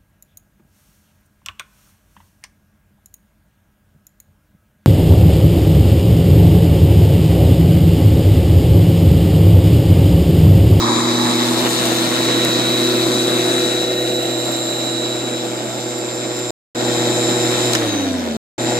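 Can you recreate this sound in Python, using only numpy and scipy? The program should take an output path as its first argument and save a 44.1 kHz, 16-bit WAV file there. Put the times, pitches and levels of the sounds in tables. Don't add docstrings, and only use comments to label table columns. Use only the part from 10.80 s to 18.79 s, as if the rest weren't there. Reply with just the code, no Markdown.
import sys
import numpy as np
from scipy import signal
from scipy.fft import rfft, irfft
from scipy.io import wavfile
from scipy.ndimage import uniform_filter1d

SR = 44100
rng = np.random.default_rng(int(sys.argv[2]) if len(sys.argv) > 2 else 0)


def dump(signal):
    limited = np.clip(np.atleast_2d(signal).T, -1, 1)
    pcm = np.round(limited * 32767).astype(np.int16)
    wavfile.write(sys.argv[1], SR, pcm)


N = 352359
T = np.arange(N) / SR
MOTOR_RATIO = 30 / 11


def gain_of(db):
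    return 10 ** (np.asarray(db) / 20)


def evened(x):
    return x / np.sqrt(np.mean(abs(x) ** 2, axis=-1, keepdims=True) + 1e-20)


def read(points, hz):
    f, value = np.transpose(points)
    return np.interp(np.log(hz + 1), np.log(f + 1), value)


def columns(rows, t):
    s, *values = np.transpose(rows)
    return np.array([np.interp(t, s, v) for v in values])


def drift(hz, count):
    step = 128
    z = rng.standard_normal((count, N // step + 2, 2)) @ np.array([1, 1j])
    pole = np.exp(-np.pi * hz * step / SR)
    z = evened(signal.lfilter([1], [1, -pole], z))
    return np.array([np.interp(np.arange(N) / step, np.arange(z.shape[1]), row) for row in z])


def tones(turns, steady, waver_hz):
    steady = np.clip(steady, 0, 1)
    size = steady + np.sqrt(1 - steady ** 2) * drift(waver_hz, count=len(turns))
    start = rng.random((len(turns), 1))
    return np.sqrt(2) * size * np.exp(2j * np.pi * (turns + start))


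def resonance(hz, centre_hz, width_hz):
    return 1 / (1 + (2 * (hz - centre_hz) / width_hz) ** 2)


RELEASE_S, COAST_PER_S = 6.94, .66


def coasting():
    coasts = (T > RELEASE_S) & (T < np.mean(GAPS[1]))
    return np.where(coasts, np.exp(-COAST_PER_S * (T - RELEASE_S)), 1)


# (t/s, tip-pass rate f/Hz)
TIP_SPEED = [(0, 122.4), (1.3, 122.6), (2.5, 123.2), (3.3, 123.1), (3.7, 122.8), (4.9, 122.7), (5.7, 122.2),
             (5.95, 121.7), (6.3, 121.5), (6.94, 121.4), (7.76, 121.7), (8, 121.6)]
SPIN_UP_LACK_HZ, SPIN_UP_S = 7, .33


def tip_speed():
    lack = SPIN_UP_LACK_HZ * np.exp(-T / SPIN_UP_S)
    return (columns(TIP_SPEED, T)[0] - lack) * coasting()


# (t/s, nearness level/dB, throb-band level/dB, treble level/dB)
HAND = [(.05, -1.5, 10.5, -4), (.3, -0.54, 7.5, -4), (.9, 0.25, 3.5, 5), (1.6, 1.34, 0.5, -4),
        (2.05, 0.4, 1, -2), (2.8, 1, -1, -1), (3.05, -2.5, -2.5, -2.5), (3.4, -4.5, -3, 0.5),
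        (3.7, -6, 2.5, 1), (4.5, -4.5, 0.5, -5.5), (4.9, -6.5, 1.5, -0.5), (5.6, -5.5, 1, -4),
        (6, -1, 0, -5.5), (6.8, 0, 2, -2.5), (7.9, -1.7, 1, -4.5)]


def follow(rows, t):
    lost = 1 - np.interp(t, T, coasting())
    causes = np.array([t ** 0, *columns(HAND, t), lost, t > GAPS[0][1]])
    return np.array(rows) @ causes


# (level/dB, share of nearness, share of throb, share of treble,
#  change at standstill/dB, change after the first drop-out/dB)
AIR_LAYERS = [(1.26, 0.76, -0.22, 0.11, -12, 0.5), (1.3, 0.21, -0.43, 0.04, -21, 2.5),
              (-2, 1.24, 1.06, 0.055, -18.5, -1), (0.48, 1.16, 0.24, 0.069, -22, 1),
              (3.5, 1.04, 0.15, 0.17, -22.5, 0), (8.5, 1.14, 0.076, 0.64, -30, 0.5),
              (9, 1.4, -0.045, 0.63, -28, 0)]
LAYER_EDGES = [540, 870, 1350, 3400, 8200, 11800]


def air_levels(hz, t):
    count = len(AIR_LAYERS)
    patches = rng.standard_normal((len(hz), len(t)))
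    patches = uniform_filter1d(uniform_filter1d(patches, 5, 1), 60, 0)
    steps = np.repeat(np.arange(count), 2)[1:-1]
    edges = np.outer(LAYER_EDGES, [.9, 1.1]).ravel()
    layer = np.interp(np.log(hz + 1), np.log(edges), steps)
    share = np.clip(1 - abs(layer[:, None] - np.arange(count)), 0, 1)
    share[hz < 190] = 1.4 * np.eye(count)[3]
    return share @ follow(AIR_LAYERS, t) + 1.2 * patches / patches.std()


# (f/Hz, width/Hz, left level/dB, right level/dB,
# left and right change from afar/dB, left and right change when the throb is strong/dB)
DECK_RESONANCES = [(278, 160, 1.5, 2.5, -0.23, 0, 3.5, 4), (860, 120, 0, -2.5, -1, 0, 7, 1.5),
                   (1094, 250, -0.5, 1, -1, 0, 1.5, 5), (1420, 220, 2, 5, 2, 1, -1.5, -6),
                   (1625, 130, 1, 3.5, -1, -1, 1, 1.5), (1740, 90, -1.5, 0.5, -2, -2, 5, 2.5),
                   (1875, 110, 3.5, 2.5, 1, 1, -1, -3), (2020, 70, -2, -2, -1, -1, 0, -1),
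                   (2120, 76, -0.5, 2, 1, 1, -0.5, -0.5), (2470, 160, -0.5, 1, 0, 0, -2, -3.5),
                   (2720, 160, -2, -1.5, 0.15, 0, -3, -3.5), (2860, 140, 2, -0.5, 2, 2, -6.5, -3.5),
                   (3690, 560, 6, 4.5, -0.49, -0.53, 0, 1.5), (4570, 300, 0.5, 1.5, 0.55, 0.82, 2.5, 3.5),
                   (5350, 300, -0.5, 2, 2, 2, 4.5, 3.5), (5800, 250, -1, 3, 0, 0, 2, 1),
                   (7500, 520, 4, -4, 0.26, 0, -1, -2), (13620, 980, 1, -5, 0, 0, -1, 1)]
FAR_DB, THROB_DB = -7, 9
# (f/Hz, width/Hz)
RIDGES = [(700, 280), (1000, 270), (1870, 89), (2860, 200), (4250, 200), (13600, 1200)]
# (t/s, then level/dB for each band)
RIDGE_LIFT = [(.05, 0, 0, 4, -8, 1, -1), (.9, 0, 0.18, 0, 6, 4, 0), (1.5, -1.5, 0, 2.5, 3, 2, 0),
              (2.1, -0.5, 0, -1, -1, 6, 3), (2.8, -0.5, 0, -1, -2, -1, -3), (3.2, 1.5, 0.3, 6, 3, 0, 3),
              (3.7, 3.5, 0.85, 4, 5, 0, 6), (4.3, -1.5, 0.24, -1, 3, -1, 2),
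              (4.9, 0, 0.16, -1, 0.5, -3, -2), (5.6, -3, 1, -1, -2, -3, -2.5),
              (6, -1, 2.2, -1.5, -4, -2, -1), (6.9, 0.5, 0.22, 0, -1.5, 1, -1.5), (7, 0, 0, 0, -1, -1, 0),
              (7.15, -1, 0.053, 1, 2, 2, 0), (7.35, 0, 0, 0, -1, 1, 1), (7.55, 1.5, 0, -4, -1, 0, 0),
              (7.8, 0.5, 2, 3, -2, 0, -1)]
RIPPLE_DB = 1.5


def deck_response(hz, t):
    near_db, throb_db, _ = columns(HAND, t)
    shapes = sum(np.outer(db, resonance(hz, f, width)) for f, width, *db in DECK_RESONANCES)[:, :, None]
    deck_db = shapes[:2] + shapes[2:4] * near_db / FAR_DB + shapes[4:] * throb_db / THROB_DB
    for (f, width), lift_db in zip(RIDGES, columns(RIDGE_LIFT, t)):
        deck_db += np.outer(resonance(hz, f, width), lift_db)
    ripple = rng.standard_normal((2, len(hz), len(t)))
    ripple = uniform_filter1d(uniform_filter1d(ripple, size=3, axis=1), size=200, axis=2)
    return deck_db + RIPPLE_DB * evened(ripple) * (hz > 700)[:, None]


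# (f/Hz, density level/dB)
AIR_COLOUR = [(18, -76), (30, -47), (108, -29), (173, -12), (342, -4.5), (421, -12), (493, -6.5),
              (1050, -15), (3240, -19.5), (4000, -18.5), (4800, -25), (7490, -22.5), (11100, -41),
              (13700, -34), (15600, -47.5)]
# (f/Hz, share from 0 to 1)
LIKENESS = [(60, 1), (300, 0.94), (700, 0.54), (1150, 0.3), (1700, 0.31), (2300, 0.86), (3200, 0.55),
            (6000, 0.43), (12000, 0.21)]
# (f/Hz, left over right level/dB)
TILT = [(60, 7), (110, 6), (200, -2.5), (380, -0.5), (700, -3), (1290, -2), (2380, -0.5), (4400, 0.5),
        (8120, -1), (15000, -1.5)]
AIR_LEAN_DB = 0.8
AIR_LAG = 19


def air(passes):
    frames, hz = N // 256 + 5, np.fft.rfftfreq(1024, 1 / SR)
    t = np.arange(frames) * 256 / SR
    colour_db = read(AIR_COLOUR, hz)
    size = gain_of(colour_db[:, None] + deck_response(hz, t) + air_levels(hz, t))
    size /= np.linalg.norm(gain_of(colour_db))
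    a, b, c, d = rng.standard_normal((4, len(hz), frames))
    left, other = a + 1j * b, c + 1j * d
    same = np.clip(read(LIKENESS, hz), -1, 1)[:, None]
    lag = 2 * np.pi * hz * AIR_LAG / SR * np.clip((hz - 1200) / 600, 0, 1)
    right = (same * left + np.sqrt(1 - same ** 2) * other) * np.exp(1j * lag)[:, None]
    lean_db = np.clip(hz / 1500, 0, 1) * AIR_LEAN_DB + read(TILT, hz)
    lean = gain_of(lean_db[:, None] / 2)
    z = np.array([left * lean, right / lean]) * size
    low = signal.istft(z * (hz < 700)[:, None], nperseg=1024, noverlap=768)[1][:, :N]
    high = signal.istft(z * (hz >= 700)[:, None], nperseg=1024, noverlap=768)[1][:, :N]
    chop = 1 + sum(m * np.cos(2 * np.pi * (k + 1) * passes) for k, m in enumerate([.22, .22, .08]))
    return gain_of(-22) * (low + high * chop)


# (level/dB, share of nearness, share of throb, share of treble,
# change at standstill/dB, change after the first drop-out/dB)
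HUM_LEVELS = [(-32, 0.79, 0.48, 0.0026, -34.5, 3.5), (-29.5, 1.7, 0.85, 0.0011, -24, -4),
              (-25, 0.97, 0.039, 0, 9, -1.5), (-26, 1.15, -0.043, 0.0035, -11.5, 0),
              (-29.5, 0.53, -1.3, 0.0042, -83, 3.5), (-37.5, 0, -.3, 0, -32, 3.5),
              (-47.5, 0.66, 0.29, 0.00079, 22, 7), (-43, .6, 0, 0, 0, 3.5), (-48, 0.42, .3, 0, -20.5, 4),
              (-45, 1, -0.01, 0.0044, -27.5, -2.5)]
HUM_ORDERS = [1, 2, MOTOR_RATIO, 3, 4, 5, 7, 6, 8, 9]
HUM_LAG = [.6, .2, .3, .05, .1, .1, .1, .1, .2, .3]
# (t/s, level/dB on the 2nd, motor, 3rd, 7th, 9th, 1st, 5th order)
HUM_SWELL = [(.05, -2, 1, 5, -1, -1, 1.5, 0), (.5, 4, 0, -2, 13, 3.5, -0.5, 0),
             (.95, -1.5, -1, -4, -4, 3, -2, 0), (1.4, -2.5, 0, -8, -5, 3, -0.5, 0),
             (2.1, 1.5, 0.5, 2, -2, -9, 2, 0), (2.8, -1.5, -0.5, 1, -1, -9, -1.5, 0),
             (3.3, -2, 2.5, 5, -10, -6, 1.5, 0), (3.7, 1, 2.5, -1.5, -7, -4.5, 0.5, 0),
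             (4.9, 0.5, -1, -1.5, 8, -4, 0.5, 0), (5.6, -3, -1.5, 0, 2, 0, -0.5, 0),
             (6, 4.5, 0.5, 0.5, 3.5, -3, -0.5, 0), (6.9, -2, 0.5, 2.5, 0, -6, -0.5, 0),
             (7.07, 0.5, -1, 0, -3, -3.5, 1.5, 5), (7.2, 1, 4, 4.5, 1, -1, 2, 4),
             (7.32, -1, 2.5, 1.5, 3, -3, 4, 2), (7.42, -1, -1.5, -2, -2, -3, 1, -3),
             (7.55, 3, 0.5, -3, -4, -3, -2, 0), (7.8, 5, 1, 2, 6.5, -3, 0, 0)]
SWELL_ROWS = [1, 2, 3, 6, 9, 0, 5]
FAINT_ORDERS = [.5, 2 * MOTOR_RATIO, 4 * MOTOR_RATIO, 11, 15, 17, 21]
FAINT_LEVELS = [-57, -40, -50, -50, -49.5, -49, -51.5]


def hum(passes, roar_db):
    level_db = follow(HUM_LEVELS, T)
    level_db[SWELL_ROWS] += columns(HUM_SWELL, T)
    strong = gain_of(level_db) * tones(np.outer(HUM_ORDERS, passes), .99, 5)
    faint = gain_of(roar_db + np.c_[FAINT_LEVELS]) * tones(np.outer(FAINT_ORDERS, passes), 0.88, 3.8)
    half_lag = np.exp(.5j * np.c_[HUM_LAG])
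    pair = np.array([(strong / half_lag).real.sum(0), (strong * half_lag).real.sum(0)])
    return pair + faint.real.sum(0)


# (t/s, deck whistle left level/dB, right level/dB,
# motor whine left level/dB, right level/dB)
MAIN_LINES = [(.05, -24.5, -30, -36, -53), (.17, -22, -35, -27, -40), (.45, -28.5, -21.5, -48, -35),
              (.95, -26.5, -64, -59, -42), (1.5, -25, -21, -44, -54), (2.3, -24, -26.5, -45, -38),
              (2.9, -22.5, -27, -35, -48), (3.2, -26, -26, -46, -42), (3.35, -27, -24.5, -40, -35),
              (3.7, -47, -25.5, -27, -36), (4.1, -36, -23, -29.5, -41), (4.55, -31, -31.5, -34.5, -39),
              (4.75, -38, -55, -44.5, -31.5), (5.6, -38.5, -48, -35.5, -30),
              (6.05, -28.5, -54.5, -28.5, -32), (6.5, -26.5, -46, -30, -26.5),
              (6.9, -27.5, -36.5, -36, -26), (7.02, -34, -39.5, -43, -40.5), (7.07, -27, -36, -37, -37),
              (7.13, -25, -33, -35.5, -30), (7.18, -27, -34.5, -38.5, -30.5),
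              (7.23, -32, -37.5, -45, -35.5), (7.3, -37, -56, -43, -44), (7.38, -33, -50, -41, -42),
              (7.44, -42, -52, -39, -39), (7.55, -50.5, -54.5, -55.5, -44), (7.8, -33.5, -43.5, -29.5, -32)]


def main_levels(speed):
    return columns(MAIN_LINES, T) - 60 * np.clip(122.5 / speed - 1.3, 0, 1)


def side_loss(speed):
    return -200 * np.clip(122.5 / speed - 1.04, 0, 1)


COAST_BREAKUP = .85


def line_family(main, sides, main_db, sides_db, steady, waver_hz, lag):
    steady = steady - COAST_BREAKUP * (1 - coasting())
    lines = tones(np.r_[main[None], sides], steady, waver_hz).real
    out = np.zeros((2, N))
    for ear in range(2):
        fading_db = 2 * drift(.3, count=len(sides)).real
        heard_db = np.r_[main_db[ear][None], sides_db + fading_db]
        out[ear] = np.roll((gain_of(heard_db) * lines).sum(0), lag * (1 - ear))
    return out


WHISTLE_STEPS = [-3, -2, -1, -.45, 1, 2, 3, 4]
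WHISTLE_SIDES = [-25, -25, -21, -17.5, -13.5, -21, -26, -26]
WHISTLE_HZ, WHISTLE_WAVER_HZ = 3890, 45
WHISTLE_LAG = 21


def deck_whistle(speed, passes):
    wobble_hz = 5 * drift(40, count=1)[0].real
    whistle = np.cumsum(WHISTLE_HZ * (speed / 122.5) ** .08 + wobble_hz) / SR
    sides = whistle + np.outer(WHISTLE_STEPS, passes)
    main_db = main_levels(speed)[:2]
    sides_db = main_db.max(0) + side_loss(speed) / 2 + np.c_[WHISTLE_SIDES]
    return line_family(whistle, sides, main_db, sides_db, .94, WHISTLE_WAVER_HZ, WHISTLE_LAG)


WHINE_ORDERS = [38, 56, 57, 58, 59, 61, 62, 63, 64, 65, 68]
WHINE_SIDES = [-53.5, -46, -58, -49, -55, -47, -45, -53, -46, -54, -45]
WHINE_LAG = 18


def motor_whine(speed, passes, hiss_db):
    main_db = main_levels(speed)[2:]
    follow_db = 0.26 * (main_db.max(0) + 33.5)
    sides_db = hiss_db + side_loss(speed) + follow_db + np.c_[WHINE_SIDES]
    sides = np.outer(WHINE_ORDERS, passes)
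    return line_family(60 * passes, sides, main_db, sides_db, .985, 15, WHINE_LAG)


# (t/s, level/dB on top of the hiss layer's level)
SLOT_LEVEL = [(.05, -41), (.15, -42), (.3, -44), (.6, -41.5), (.95, -48.5), (1.75, -43.5), (2.5, -50.5),
              (3.1, -60), (3.6, -45.5), (4.9, -42), (5.6, -39.5), (6, -41.5), (6.8, -40), (7.8, -42.5)]
SLOT_ORDER = 16 * MOTOR_RATIO
SLOT_COAST_DB, SLOT_MATE_DB = -160, -9


def lower_motor_line(speed, passes, hiss_db):
    level_db = hiss_db + columns(SLOT_LEVEL, T)[0] + SLOT_COAST_DB * np.clip(1 - speed / 121.4, 0, 1)
    lines = tones(np.outer([SLOT_ORDER, SLOT_ORDER - MOTOR_RATIO], passes), .96, 15).real
    slot = gain_of(level_db) * (gain_of([0, SLOT_MATE_DB]) @ lines)
    return np.array([np.roll(slot, WHINE_LAG), slot])


COAST_ORDERS = [24 * MOTOR_RATIO, 32 * MOTOR_RATIO]
COAST_RING_HZ, COAST_RING_WIDTH_HZ, COAST_RING_DB = 7100, 600, -45


def coast_ring(speed, passes):
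    offset = 2 * (np.outer(COAST_ORDERS, speed) - COAST_RING_HZ) / COAST_RING_WIDTH_HZ
    through = 1 / (1 + offset ** 4)
    ring = gain_of(COAST_RING_DB) * (through * tones(np.outer(COAST_ORDERS, passes), .7, 15).real).sum(0)
    return np.array([np.roll(ring, WHINE_LAG), ring])


HAND_LAG = 8
CLICK_LIKENESS = 0.5


def add_click(out, s, db, centre_hz, lean_db, spread, ms, rise_ms):
    hz, t_ms = np.fft.rfftfreq(1024, 1 / SR), 1000 * np.arange(1024) / SR
    colour = 1 / (1 + ((hz - centre_hz) / (spread * centre_hz)) ** 2)
    colour *= hz / (hz + centre_hz / 5)
    a, b = rng.standard_normal((2, 1024))
    other = CLICK_LIKENESS * a + np.sqrt(1 - CLICK_LIKENESS ** 2) * b
    burst = irfft(rfft([a, other]) * colour)
    burst *= np.minimum(t_ms / rise_ms, 1) * np.exp(-(t_ms / max(ms, .3)) ** 2)
    burst *= gain_of(db + np.c_[[lean_db, -lean_db]] / 2) / abs(burst).max(1, keepdims=True)
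    at = round(s * SR)
    out[0, at + HAND_LAG:at + HAND_LAG + 1024] += burst[0]
    out[1, at:at + 1024] += burst[1]


# (t/s, peak level/dB before the left-right lean, decay length/ms)
TICKS = [(1.0555, -12, 3.4), (1.085, -22, 3.4), (1.1194, -19, 3.4), (1.451, -15, 3.4), (1.648, -10, 3.9),
         (3.4294, -25, 4), (3.6491, -21, 3), (3.654, -23, 8), (3.6825, -21, 3), (3.718, -21, 8.6),
         (3.7658, -23, 7), (3.9005, -26, 5), (4.4802, -31, 3), (4.5062, -30, 3), (5.1816, -24, 3),
         (5.187, -30, 6), (5.355, -25, 1.95), (5.568, -21, 2), (5.589, -26.5, 9), (6.1413, -26.5, 3.4),
         (6.7136, -17, 3.4)]
TICK_HZ, TICK_SPREAD = 8000, 0.8
TICK_LEAN_DB, TICK_RISE_MS = 5, .16


def ticks():
    out = np.zeros((2, N))
    for s, db, ms in TICKS:
        add_click(out, s, db, TICK_HZ, TICK_LEAN_DB, TICK_SPREAD, ms, TICK_RISE_MS)
    return out


# (t/s, peak level/dB before the lean, centre f/Hz, left over right level/dB)
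LEVER_BURSTS = [(6.9333, -3, 5500, 5), (6.9505, -3, 5800, 0), (6.9507, -9, 1500, 0), (6.9525, -10, 4800, 0),
                (6.9546, -9, 1800, 1), (6.9566, -8, 3900, 1.5)]
LEVER_SPREAD, LEVER_MS, LEVER_RISE_MS = .5, 2.6, .7


def lever_click():
    out = np.zeros((2, N))
    for s, db, centre_hz, lean_db in LEVER_BURSTS:
        add_click(out, s, db, centre_hz, lean_db, LEVER_SPREAD, LEVER_MS, LEVER_RISE_MS)
    return out


def scene():
    speed = tip_speed()
    passes = np.cumsum(speed) / SR
    roar_db, _, _, _, hiss_db, *_ = follow(AIR_LAYERS, T)
    out = air(passes) + hum(passes, roar_db)
    out += deck_whistle(speed, passes) + motor_whine(speed, passes, hiss_db)
    out += lower_motor_line(speed, passes, hiss_db) + coast_ring(speed, passes)
    return out + ticks() + lever_click()


# (start t/s, end t/s)
GAPS = [(5.7066, 5.9475), (7.568, 7.7795)]
EDGE_HZ = 15600


def record(dry):
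    gate = np.ones(N)
    for stop, start in GAPS:
        fade_in = np.clip((T - start) / .003, 0, 1)
        fade_in *= 1 - .55 * np.exp(-abs(T - start) / .04)
        gate *= np.where(T < stop, 1, fade_in)
    low_pass = signal.firwin(511, EDGE_HZ, window=("kaiser", 9), fs=SR)
    return signal.oaconvolve(dry * gate, low_pass[None], "same")


dry = scene()
out = record(dry)
dump(out)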